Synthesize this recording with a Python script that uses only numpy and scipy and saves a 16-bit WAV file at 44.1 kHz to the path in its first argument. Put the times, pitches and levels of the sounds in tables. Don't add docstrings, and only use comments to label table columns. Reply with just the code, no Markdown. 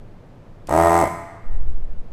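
import sys
import numpy as np
from scipy import signal
from scipy.fft import rfft, irfft
from scipy.io import wavfile

SR = 44100
rng = np.random.default_rng(int(sys.argv[2]) if len(sys.argv) > 2 else 0)


def master_out(mix):
    frames = np.transpose(np.atleast_2d(mix))
    ceiling = np.clip(frames, -1, 1)
    pcm = np.round(ceiling * 32767).astype(np.int16)
    wavfile.write(sys.argv[1], SR, pcm)


def makeup_ratio(level_db):
    decades = np.asarray(level_db, float) / 20
    return 10 ** decades


N = 93624
STROKES = np.arange(0, 34)
PUFF_POWER = 0.6


def at_hz(points, hz):
    table = np.array(points)
    return np.interp(np.log(hz + 1e-9), np.log(table[:, 0]), table[:, 1])


def rms_one(x):
    return x / np.sqrt(np.mean(x ** 2) + 1e-20)


def coloured(points):
    hz = np.fft.rfftfreq(N, 1 / SR)
    gain = makeup_ratio(at_hz(points, hz)) * (hz > points[0][0] * 0.5)
    return rms_one(irfft(rfft(rng.standard_normal(N)) * gain, N))


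def ring(clicks, hz, t60):
    r = makeup_ratio(-60 / (t60 * SR))
    w = 2 * np.pi * hz / SR
    return signal.lfilter([0, np.sin(w)], [1, -2 * r * np.cos(w), r * r], clicks + 1e-18)


def band(x, low_hz, high_hz):
    return signal.sosfilt(signal.butter(2, [low_hz, high_hz], "band", fs=SR, output="sos"), x)


def high_pass(x, low_hz):
    return signal.sosfilt(signal.butter(1, low_hz, "high", fs=SR, output="sos"), x)


def gun():
    # pitch in Hz, level in dB, t60 in seconds.
    thump_modes = [(660, -5, .03), (338, -19, .05), (424, -26, .04), (850, -22, .025), (1020, -20, .05)]
    # pitch in Hz, level in dB, t60 in seconds.
    slap_modes = [(517, -19, 0.01), (780, -9.5, 0.021), (920, -6.5, 0.014), (1216, -17, 0.033),
                  (1583, -26, 0.033), (1853, -27.5, 0.11), (1930, -34, 0.08)]
    # multiple of the turning speed, level in dB.
    shake = [
        (1, -29),
        (2, -27.5),
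    ]
    notch_hz, notch_width_hz = 250.5, 31.4
    desk_echo_s, desk_echo_db = 0.0034, -20

    turns, force = motor()
    shell = knocks(turns, force ** 0.96, -0.2489, thump_modes, soft_hz=800)
    shell = shell + knocks(turns, force, 0.0063, slap_modes, soft_hz=1900)
    shell = signal.lfilter(*signal.iirnotch(notch_hz, notch_hz / notch_width_hz, fs=SR), shell)
    shell = high_pass(shell, 260)

    tool = shell + reed(turns, force) + puffs(turns, force) + trigger()
    n = np.arange(N)
    tool = tool + makeup_ratio(desk_echo_db) * np.interp(n - desk_echo_s * SR, n, tool)
    return tool + force * sum(makeup_ratio(db) * np.sin(2 * np.pi * int(k) * turns) for k, db in shake)


def motor():
    start_s, release_s, stall_s = 0.672, 1.0134, 1.095
    top_hz, first_turn = 85.157, -0.589
    quick_share, quick_s, slow_s, coast_s = 0.9256, 0.0246, 0.0817, 0.1046
    force_power, coast_fade_db_per_s = 1.5, 25.0

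    t = np.arange(N) / SR
    on = np.maximum(t - start_s, 0)
    off = np.maximum(t - release_s, 0)
    spin_up = 1 - quick_share * np.exp(-on / quick_s) - (1 - quick_share) * np.exp(-on / slow_s)
    speed = spin_up * np.exp(-off / coast_s)
    still_moving = np.clip((stall_s - t) * 50, 0, 1)
    force = speed ** force_power * makeup_ratio(-coast_fade_db_per_s * off) * still_moving
    return first_turn + np.cumsum(speed) * top_hz / SR, force


def moments(turns, strokes, place, scatter):
    wanted = strokes + place + scatter * rng.standard_normal(len(strokes))
    return np.searchsorted(turns, wanted).clip(0, N - 1)


def knocks(turns, force, place, modes, soft_hz):
    jitter_turn, spread_db = 0.0036, 3
    at = moments(turns, STROKES, place, jitter_turn)
    out = 0
    for hz, level_db, t60 in modes:
        clicks = np.zeros(N)
        clicks[at] = -force[at] * makeup_ratio(level_db + spread_db * rng.standard_normal(len(at)))
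        out = out + ring(clicks, hz, t60)
    r = np.exp(-2 * np.pi * soft_hz / SR)
    return signal.lfilter([(1 - r) ** 2], [1, -2 * r, r * r], out)


def puffs(turns, force):
    # pitch in Hz, level in dB per Hz.
    air_spectrum = [(1530, -34), (2600, -6), (6150, -1.5), (7100, -3.5), (8080, 4), (9050, -1), (15800, -7)]
    # pitch in Hz, width in Hz, level in dB.
    nozzle = [(6420, 290, 0), (7900, 180, -0.5), (8300, 300, -11), (10400, 230, -4.5), (11500, 340, -19),
              (15800, 600, 2)]
    puff_turn, puff_db, sharpness, spread_db = 0.037, -36, 3.2, 1.2
    leak_share, leak_power = 0.4, 1.8
    rattle_db, rattle_power = -40, 0.6

    stroke_db = spread_db * rng.standard_normal(40)[np.round(turns).astype(int)]
    burst = makeup_ratio(stroke_db) * np.exp(sharpness * (np.cos(2 * np.pi * (turns - puff_turn)) - 1))
    leak = force ** leak_power * leak_share
    air = coloured(air_spectrum) * (leak + force ** PUFF_POWER * burst * (turns > -0.5))
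    hiss = air.copy()
    for hz, width, level_db in nozzle:
        hiss += makeup_ratio(level_db) * signal.lfilter(*signal.iirpeak(hz, hz / width, fs=SR), air)
    rattle = rms_one(band(rng.standard_normal(N), 480, 2130)) * force ** rattle_power
    return makeup_ratio(puff_db) * hiss + makeup_ratio(rattle_db) * rattle


def reed(turns, force):
    # pitch in Hz, level in dB, t60 in seconds.
    reed_modes = [(7840, -34.5, .006), (8700, -46, 0.0063), (9800, -62, 0.003)]
    place, scatter, spread_db = 0.05, 0.09, -7
    at = moments(turns, np.repeat(STROKES, 2), place, scatter)
    clicks = np.zeros(N)
    clicks[at] = force[at] ** PUFF_POWER * makeup_ratio(spread_db * rng.standard_normal(len(at)))
    return sum(makeup_ratio(db) * ring(clicks, hz, t60) for hz, db, t60 in reed_modes)


def trigger():
    # start in seconds, level in dB, decay in seconds.
    ticks = [
        (.6715, -37, .0035),
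        (1.022, -38, .002),
    ]
    t = np.arange(N) / SR
    shape = 0
    for start, db, decay in ticks:
        shape = shape + makeup_ratio(db) * (t > start) * np.exp(-np.maximum(t - start, 0) / decay)
    return shape * rms_one(band(rng.standard_normal(N), 2200, 9000))


def stand():
    # time in seconds, signed step of pressure.
    rocking = [(1.44, 0.054), (1.47, 0.27), (1.51, -0.52), (1.558, -0.23), (1.591, 0.74), (1.67, -.62),
               (1.746, 0.55), (1.825, -0.4), (1.857, 0.27), (1.885, -.12), (1.9, 0.29), (1.937, -0.16),
               (1.982, -0.24), (2.013, 0.18), (2.039, -0.037), (2.056, 0.078), (2.091, -0.047),
               (2.114, 0.11)]
    # time in seconds, level in dB.
    judder = [
        (1.44, -85.5),
        (1.49, -34.5),
        (1.58, -25),
        (1.67, -27),
        (1.76, -36.5),
        (2.0, -44.5),
        (2.12, -47),
    ]
    edge_s, leak_hz = 0.018, 3.07
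    low_hz, high_hz = 23.1, 80

    t = np.arange(N) / SR
    steps = sum(size * (1 + np.tanh(2 * (t - s) / edge_s)) * 0.5 for s, size in rocking)
    swing = high_pass(steps, leak_hz)
    shiver = band(band(rng.standard_normal(N), low_hz, high_hz), low_hz, high_hz)
    return swing + rms_one(shiver) * makeup_ratio(np.interp(t, *np.transpose(judder)))


def noise_band(low_hz, high_hz):
    return band(band(rng.standard_normal(SR), low_hz, high_hz), low_hz, high_hz)


def room(x):
    # pitch in Hz, t60 in seconds.
    room_t60 = [(100, 0.84), (700, 1.02), (2100, 1.33), (3000, 1.13), (8000, 0.72), (15000, 0.48)]
    # pitch in Hz, level in dB.
    room_colour = [(100, 8), (250, 3), (380, -6.5), (700, -4), (1500, 3.5), (2700, 0.5), (8500, 6.5),
                   (15000, 9)]
    # low edge in Hz, high edge in Hz, level in dB, t60 in seconds.
    favoured = (2002, 2295, 15.7, 0.94)
    # pitch in Hz, level in dB, t60 in seconds.
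    room_modes = [(678, -70, .9), (1017, -70, .9)]
    room_db, delay_s, build_s = -9, 0.018, 0.028

    t = np.arange(SR) / SR
    tail = 0
    edges = 60 * 2 ** np.arange(0, 8.3, 0.25)
    for low, high in zip(edges, edges[1:]):
        hz = np.sqrt(low * high)
        fall_db = at_hz(room_colour, hz) - 60 * t / max(at_hz(room_t60, hz), 0.05)
        tail = tail + noise_band(low, high) * makeup_ratio(fall_db)
    low, high, level_db, t60 = favoured
    tail = tail + noise_band(low, high) * makeup_ratio(level_db - 60 * t / t60)
    tail = tail * np.clip((t - delay_s) / build_s, 0, 1) / np.sqrt(SR / 14)
    lasting = sum(makeup_ratio(db) * ring(x, hz, t60) for hz, db, t60 in room_modes)
    return makeup_ratio(room_db) * signal.fftconvolve(x, tail)[:N] + lasting


def room_tone():
    # pitch in Hz, level in dB per Hz.
    air = [(8.8, -65), (15, 7.5), (44, -20.5), (106, -6.5), (168, -14.5), (206, -15), (246, -18.5),
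           (494, -21), (15800, -67)]
    return makeup_ratio(-41.5) * coloured(air)


def scene():
    tool = gun()
    return (tool + room(tool) + room_tone() + stand())[None]


def band_limit(x):
    return signal.sosfilt(signal.butter(12, 15980, fs=SR, output="sos"), x)


def record(dry):
    top_cut = signal.cheby2(12, 60, 16100, fs=SR, output="sos")
    mix = signal.sosfilt(top_cut, dry)
    return band_limit(mix)


dry = scene()
out = record(dry)
master_out(out)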